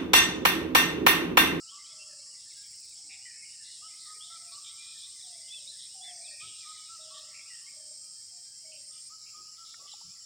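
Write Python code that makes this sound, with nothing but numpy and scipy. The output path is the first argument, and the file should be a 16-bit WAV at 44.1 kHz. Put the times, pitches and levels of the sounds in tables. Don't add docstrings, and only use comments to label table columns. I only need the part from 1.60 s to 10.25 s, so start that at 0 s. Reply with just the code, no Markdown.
import sys
import numpy as np
from scipy import signal
from scipy.fft import rfft, irfft, next_fast_len
from scipy.io import wavfile

SR = 44100
rng = np.random.default_rng(int(sys.argv[2]) if len(sys.argv) > 2 else 0)


def dump_mix(stems):
    frames = np.atleast_2d(stems).T
    limited = np.clip(frames, -1, 1)
    pcm = np.round(limited * 32767).astype(np.int16)
    wavfile.write(sys.argv[1], SR, pcm)


N = 381465
TIME = np.arange(N) / SR



def from_db(db):
    return 10 ** (np.asarray(db) / 20)


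def rms_one(x):
    return x / np.sqrt(np.mean(np.abs(x) ** 2) + 1e-20)


def in_time(rows):
    s, *columns = np.transpose(rows)
    return [np.interp(TIME, s, column) for column in columns]


def add(out, s, sound):
    at = int(np.clip(s * SR, 0, len(out)))
    out[at:at + len(sound)] += sound[:len(out) - at]


def flutter(width_hz, size=N):
    padded = next_fast_len(size + 4096)
    hz = np.fft.fftfreq(padded, 1 / SR)
    white = rng.standard_normal(padded) + 1j * rng.standard_normal(padded)
    narrowed = white / (1 + (2 * hz / width_hz) ** 4)
    return rms_one(np.fft.ifft(narrowed))[:size]


def drift(rate_hz):
    return rms_one(flutter(2 * rate_hz).real)


def coloured(spectrum):
    hz, level_db = np.transpose(spectrum)
    bins_hz = np.maximum(np.fft.rfftfreq(N, 1 / SR), 1)
    gain = from_db(np.interp(np.log(bins_hz), np.log(hz), level_db))
    return rms_one(irfft(rfft(rng.standard_normal(N)) * gain, N))


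def tone(hz, wobble=1):
    phase = 2 * np.pi * np.cumsum(hz) / SR
    return np.sqrt(2) * (wobble * np.exp(1j * phase)).real


def faded(sound, taper):
    return sound * signal.windows.tukey(len(sound), taper)


def note(length_s, start_hz, middle_hz, end_hz, rough, rough_hz, taper):
    size = max(int(length_s * SR), 10)
    arch = np.polyfit([0, .5, 1], [start_hz, middle_hz, end_hz], 2)
    pitch_hz = np.polyval(arch, np.linspace(0, 1, size))
    wobble = (1 + rough * flutter(rough_hz, size)) / np.hypot(1, rough)
    return faded(tone(pitch_hz, wobble), taper)


def song(notes, rough, rough_hz, taper, size=N):
    out = np.zeros(size)
    for s, length_s, start_hz, middle_hz, end_hz, db in notes:
        add(out, s, from_db(db) * note(length_s, start_hz, middle_hz, end_hz, rough, rough_hz, taper))
    return out


def slur(s, length_s, hz, glide, db, arch=0):
    return s, length_s, hz * (1 - glide / 2), hz * (1 + arch), hz * (1 + glide / 2), db


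def repeated(notes, phrases):
    return [(s + offset, *shape, db + note_db)
            for s, db in phrases
            for offset, *shape, note_db in notes]


def bursts(rows, taper):
    out = np.zeros(N)
    for s, length_s, hz, width_hz, db in rows:
        size = max(int(length_s * SR), 10)
        noise = tone(np.full(size, hz), flutter(width_hz, size))
        add(out, s, from_db(db) * faded(noise, taper))
    return out


# (delay [s], level before the caller's echo_db is added [dB])
TREE_ECHOES = [(.105, -48.5), (0.188, -25), (0.308, -24.5), (0.544, -21.5)]


def outdoors(x, scatter_db, t60, echo_db):
    t = TIME[:SR]
    tail = rng.standard_normal(SR) * from_db(-60 * t / t60)
    response = from_db(scatter_db) * rms_one(tail) / np.sqrt(SR)
    for delay_s, db in TREE_ECHOES:
        smear = rng.standard_normal(SR) * np.exp(-np.abs(t - delay_s) / 0.054)
        response = response + from_db(db + echo_db) * rms_one(smear) / np.sqrt(SR)
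    return x + signal.fftconvolve(x, response)[:len(x)]


def weeds(x, scatter_db):
    t = TIME[:SR // 8]
    paths = rms_one(rng.standard_normal(len(t)) * np.exp(-t / 0.005)) / np.sqrt(len(t))
    return rms_one(x + from_db(scatter_db) * signal.fftconvolve(x, paths)[:N])


# (frequency [Hz], relative level [dB per Hz])
AIR_COLOUR = [(25, -35), (50, -12.5), (85, 1), (140, -1), (200, -7), (400, -11.5), (1000, -16),
              (11000, -10.5), (12500, -50), (14000, -28), (15000, -12.5)]


def still_air():
    return from_db(-68.0) * coloured(AIR_COLOUR)


# (time [s], length [s], centre [Hz], width [Hz], level [dB])
SOFT_BUMPS = [(1.09, 0.032, 107.4, 84, -71), (1.43, .09, 287, 180, -74), (2.53, .07, 424, 150, -74),
              (4.82, 0.086, 118.7, 75, -64), (4.8, 0.14, 291, 356.4, -71.5), (7.75, .1, 330, 252, -72.5),
              (8.16, 0.13, 570, 450, -70), (8.43, .09, 142, 115.6, -63)]


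def bumps():
    return bursts(SOFT_BUMPS, taper=0.51)


# (time [s], pitch [Hz], time to die 60 dB [s], peak before the attack softens it [dB])
SMALL_KNOCKS = [(8.142, 1380, .04, -46), (8.142, 1850, .025, -46), (8.141, 2200, .02, -45),
                (8.337, 830, .035, -45.5), (8.413, 920, .035, -48)]


def knocks(attack_s):
    out = np.zeros(N)
    t = TIME[:SR // 10]
    for s, hz, t60, db in SMALL_KNOCKS:
        strength = from_db(db - 60 * t / t60) * (1 - np.exp(-t / attack_s))
        add(out, s, strength * np.sin(2 * np.pi * hz * t))
    return out


def flock(low_hz, high_hz, glide, spread_db, tilt, rough, rough_hz, count):
    out = np.zeros(N)
    for k, (when, height, span, slope, bend, loud) in enumerate(rng.random((count, 6))):
        hz = low_hz * (high_hz / low_hz) ** height
        sweep = glide * (2 * slope - 1)
        middle_hz = hz * (1 + 2 * glide * (bend - .5))
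        length_s = .025 + 0.078 * span
        chirp = note(length_s, hz * (1 - sweep), middle_hz, hz * (1 + sweep), rough, rough_hz, taper=0.53)
        strength = hz ** tilt * from_db(spread_db * loud ** 2)
        add(out, (k + when) / count * TIME[-1], chirp * strength)
    return rms_one(out)


# (time [s], level of low voices [dB], level of high voices [dB])
FLOCK_LEVELS = [(0.1, -69, -62), (1.0, -72.5, -65.5), (1.52, -81, -65.5), (1.64, -65.5, -74),
                (4.48, -72.5, -57), (4.67, -59, -58.5), (5.54, -70.5, -61), (5.9, -60, -76),
                (6.28, -81.5, -77), (8.6, -73, -64.5)]


def far_flock():
    low_db, high_db = in_time(FLOCK_LEVELS)
    low = flock(low_hz=1821, high_hz=3354, glide=.1, spread_db=-0.5, tilt=0.43,
                rough=0.52, rough_hz=278, count=270)
    high = flock(low_hz=3326, high_hz=6980, glide=.06, spread_db=9, tilt=-0.6,
                 rough=4.2, rough_hz=710, count=300)
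    return from_db(low_db) * low + from_db(high_db) * high


def thin_whistle():
    thin = [slur(s=5.9, length_s=1.6, hz=3127, glide=0, db=-74.5, arch=0.022)]
    return song(thin, rough=1.0, rough_hz=61, taper=0.41)


# (time [s], length [s], pitch [Hz], glide [share of the pitch], level [dB])
COO_NOTES = [(0.269, 0.39, 604, -0.11, -71.5), (1.332, .33, 768, 0.029, -79),
             (2.196, .13, 710, -.04, -80.5), (2.618, 0.39, 690, -0.058, -75.5),
             (3.62, 0.25, 679, -.25, -69.5), (3.94, 0.23, 589, -.03, -77), (4.324, 0.28, 722, -.12, -61),
             (4.548, 0.22, 636, -.17, -65), (5.348, 0.42, 618, -0.038, -66.5),
             (6.12, 0.23, 605, -0.036, -67.5), (6.708, 0.094, 715, -0.014, -75),
             (7.018, 0.22, 617, -0.067, -66.5)]


def coos():
    notes = [slur(*row, arch=0.0128) for row in COO_NOTES]
    voice = song(notes, rough=.75, rough_hz=110, taper=.35)
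    return outdoors(voice, scatter_db=-5, t60=1.0, echo_db=-5)


# (time [s], pitch [Hz], level [dB])
RISING = [(.08, 3164, -56.5), (.24, 3180, -60.5), (1.035, 2210, -71), (2.605, 3480, -50.5),
          (3.42, 3590, -50), (4.065, 3910, -48)]
# (time [s], pitch [Hz], level [dB])
FALLING = [(.9, 2220, -67), (1.11, 2170, -68), (1.305, 2420, -71), (3.585, 3760, -54), (3.62, 3740, -53),
           (4.24, 3790, -56), (4.645, 3670, -53.5), (5.58, 3950, -53), (8.31, 3830, -51.5)]
# (time [s], length [s], pitch [Hz], level [dB])
PIPING = [(0.186, .05, 2090, -61), (.29, .05, 3370, -62), (0.384, .06, 2720, -57),
          (.955, 0.093, 1630, -71.5), (2.42, 0.1, 2030, -69), (3.171, .18, 2420, -59.5),
          (3.798, 0.14, 2070, -67.5), (3.928, .026, 2620, -55.5), (4.68, .24, 2450, -65),
          (4.797, .025, 2460, -48), (6.401, 0.17, 1277, -77), (6.843, .13, 1635, -80),
          (7.046, 0.072, 2247, -70), (7.295, 0.09, 1260, -72)]


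def whistlers():
    notes = [slur(s, .05, hz, 0.152, db) for s, hz, db in RISING]
    notes += [slur(s, .033, hz, -.21, db) for s, hz, db in FALLING]
    notes += [slur(s, length_s, hz, 0.0297, db) for s, length_s, hz, db in PIPING]
    return song(notes, rough=0.5, rough_hz=262, taper=0.27)


HOARSENESS = 0.26
# (time [s], length [s], centre [Hz], level [dB])
HOARSE_CALLS = [(2.02, 0.18, 3970, -55.5), (2.38, .12, 4120, -55), (2.63, .17, 3700, -55.5),
                (2.91, 0.054, 4330, -52), (3.03, .1, 3570, -51), (3.16, 0.36, 3725, -54),
                (4.18, .093, 3690, -53.5), (4.43, 0.1, 2020, -61), (4.79, 0.11, 3430, -54.5),
                (4.92, 0.35, 3746, -57.5), (5.53, 0.084, 3466, -52.5), (7.11, 0.069, 2766, -59),
                (7.32, 0.097, 3186, -63), (7.655, 0.063, 2530, -63.5), (8.035, .13, 3750, -57.5),
                (8.26, .09, 3234, -57)]


def chatterers():
    calls = [(s, length_s, hz, HOARSENESS * hz, db) for s, length_s, hz, db in HOARSE_CALLS]
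    return bursts(calls, taper=0.43)


# (length [s], centre [Hz], level relative to the phrase [dB])
OPENING_RASP = (.09, 2430, 0)
# (time into the phrase [s], length [s],
# start [Hz], middle [Hz], end [Hz], level relative to the phrase [dB])
THROAT_NOTES = [(.165, .07, 2042, 1915, 1900, -2), (.23, .095, 1822, 1772, 1956, -16.5),
                (.333, .034, 2166, 2154, 2480, -2)]
# (time [s], level [dB])
THROAT_PHRASES = [(1.485, -52.5), (5.73, -56.5)]


def throaty_bird():
    length_s, hz, rasp_db = OPENING_RASP
    rasps = [(s, length_s, hz, HOARSENESS * hz, db + rasp_db) for s, db in THROAT_PHRASES]
    notes = repeated(THROAT_NOTES, THROAT_PHRASES)
    return bursts(rasps, taper=0.43) + song(notes, rough=0.5, rough_hz=262, taper=0.27)


# (time [s], length [s], level [dB])
NEAR_CALLS = [(3.897, 0.1, -44.5), (4.405, .118, -47)]
# (share of the call, pitch [Hz], level relative to the call [dB])
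NEAR_SHAPE = [(0, 3280, -9), (.2, 3460, -2), (.45, 3505, 0), (.68, 3455, 0), (.84, 3300, -4),
              (1, 2950, -11)]


def near_bird():
    out = np.zeros(N)
    share, hz, shape_db = np.transpose(NEAR_SHAPE)
    for s, length_s, db in NEAR_CALLS:
        progress = np.linspace(0, 1, int(length_s * SR))
        whistle = tone(np.interp(progress, share, hz))
        strength = from_db(db + np.interp(progress, share, shape_db))
        add(out, s, faded(strength * whistle, .2))
    return out


def songbirds():
    far = outdoors(far_flock(), scatter_db=-0.5, t60=0.49, echo_db=-4)
    bank_voices = thin_whistle() + whistlers() + chatterers() + throaty_bird()
    bank = outdoors(bank_voices, scatter_db=-5.5, t60=0.7, echo_db=-5.5)
    close = outdoors(near_bird(), scatter_db=-14, t60=.6, echo_db=-4)
    return far + bank + close


LEAD_S = 1
# (time into the phrase [s], length [s], start [Hz], middle [Hz], end [Hz],
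# level relative to the phrase [dB])
FOUR_NOTES = [(0, .082, 1110, 1293, 1230, -0.5), (.24, .103, 1166, 1254, 1235, 3),
              (.477, .098, 1293, 1339, 1269, 2), (.695, .107, 1083, 1160, 1156, -1.5)]
# (time [s], level [dB])
FOUR_NOTE_PHRASES = [(-.59, -57), (2.212, -56.5), (4.802, -55.5), (7.492, -59.5)]


def cuckoo():
    notes = repeated(FOUR_NOTES, [(s + LEAD_S, db) for s, db in FOUR_NOTE_PHRASES])
    voice = song(notes, rough=0.22, rough_hz=98, taper=0.53, size=N + LEAD_S * SR)
    return outdoors(voice, scatter_db=-7, t60=2.05, echo_db=4.5)[-N:]


# (time [s], pitch before it wanders [Hz], level [dB])
HIGH_WHINE = [(1.8, 14300, -84), (2.4, 14500, -75.5), (5.7, 14600, -75.5)]


def thin_insects():
    pitch_hz, level_db = in_time(HIGH_WHINE)
    whine = from_db(level_db) * tone(pitch_hz + 20 * drift(8), rms_one(1 + .7 * flutter(160)))
    fade = np.interp(TIME, [1.2, 5.5], from_db([-61, -76]))
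    fading = fade * tone(np.full(N, 7945.), flutter(97))
    steady = from_db(-77) * tone(np.full(N, 9710.), flutter(50))
    run = np.interp(TIME, [.8, .95, 1.3, 1.42], [0, 1, 1, 0])
    pulses = np.sin(np.pi * 22 * TIME) ** 4
    ticks = from_db(-66) * run * pulses * tone(np.full(N, 15300.), flutter(900))
    return whine + fading + steady + ticks


def cricket(pitch_hz, fall_hz, width_hz, uneven_db):
    chirps_per_s = 9.6 * (1 + 0.042 * drift(.5))
    cycle = (np.cumsum(chirps_per_s) / SR) % 1
    swell = np.sin(np.pi * cycle) * from_db(uneven_db * drift(2.4))
    return rms_one(swell * tone(pitch_hz - fall_hz * (cycle - .5), flutter(width_hz)))


def wing_buzz(strokes_per_s, pitch_hz, width_hz, rough, jitter, sharpness):
    wander = 1 + jitter * (drift(1.0) + .5 * drift(21.5))
    cycle = (np.cumsum(strokes_per_s * wander) / SR) % 1
    stroke = np.sin(np.pi * cycle) ** (2 * sharpness)
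    ring = np.sqrt(2) * np.sin(2 * np.pi * pitch_hz * cycle / strokes_per_s)
    scrape = rough * tone(pitch_hz, flutter(width_hz))
    return rms_one(stroke * (ring + scrape))


# (start time [s], end time [s], level at full swell [dB])
KATYDID_SWELLS = [(0.147, 1.39, -62), (1.55, 2.93, -59.5), (3.272, 4.523, -60), (5.706, 6.24, -65),
                  (7.103, 7.753, -77)]


def katydid(rise_s):
    level = np.zeros(N)
    for start, end, db in KATYDID_SWELLS:
        rise = np.clip((TIME - start) / rise_s, 0, 1)
        stop = np.clip((end - TIME) / 0.012, 0, 1)
        level += from_db(db) * rise * stop
    strokes = wing_buzz(141.0, np.full(N, 9250.), width_hz=1300, rough=1.0, jitter=.003, sharpness=12.0)
    return level * weeds(strokes, scatter_db=9.0)


BUZZ_STOP_S = 7.49
# (time [s], wing resonance [Hz], level until it stops [dB])
BUZZ_TRACK = [(0.0, 8180, -57.5), (1.51, 8166, -53.5), (3.36, 8380, -50.5), (4.36, 8350, -51.5),
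              (4.65, 8340, -47.5), (5.83, 8260, -56.5), (5.95, 8220, -49), (6.04, 8220, -54),
              (6.29, 8300, -49.5), (6.93, 8210, -54.5), (7.3, 8460, -51.5), (7.45, 8410, -50.5)]


def buzzer():
    pitch_hz, level_db = in_time(BUZZ_TRACK)
    near = wing_buzz(131, pitch_hz, width_hz=820, rough=0.52, jitter=.003, sharpness=3.0)
    diffuse = from_db(-2.5) * tone(pitch_hz, flutter(840))
    drone = rms_one(weeds(near, scatter_db=7.5) + diffuse)
    stop = np.clip((BUZZ_STOP_S - TIME) / 0.012 + .5, 0, 1)
    return from_db(level_db) * drone * stop


# (frequency [Hz], relative level [dB per Hz])
CHORUS_SPECTRUM = [(3500, -43), (3950, -26.5), (4250, -15), (4600, -10.5), (4950, -4), (5350, -2.5),
                   (5650, -5), (6050, -17.5), (6600, -11), (6900, -13), (7400, -7.5), (8000, -16),
                   (9300, -19.5), (10500, -25.5), (12000, -51.5)]


def cricket_chorus():
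    level_db = -49.5 + 0.48 * drift(25)
    return from_db(level_db) * coloured(CHORUS_SPECTRUM)


def scene():
    handling = bumps() + knocks(attack_s=0.00076)
    birds = coos() + songbirds() + cuckoo()
    chirps = from_db(-58.5) * cricket(pitch_hz=7410, fall_hz=560, width_hz=420, uneven_db=.8)
    insects = thin_insects() + chirps + katydid(rise_s=0.32) + buzzer() + cricket_chorus()
    mono = still_air() + handling + birds + insects
    return np.array([mono, mono])


def record(dry):
    lowpass = signal.ellip(10, .2, 70, 15800, fs=SR, output="sos")
    return signal.sosfilt(lowpass, dry)


dry = scene()
out = record(dry)
dump_mix(out)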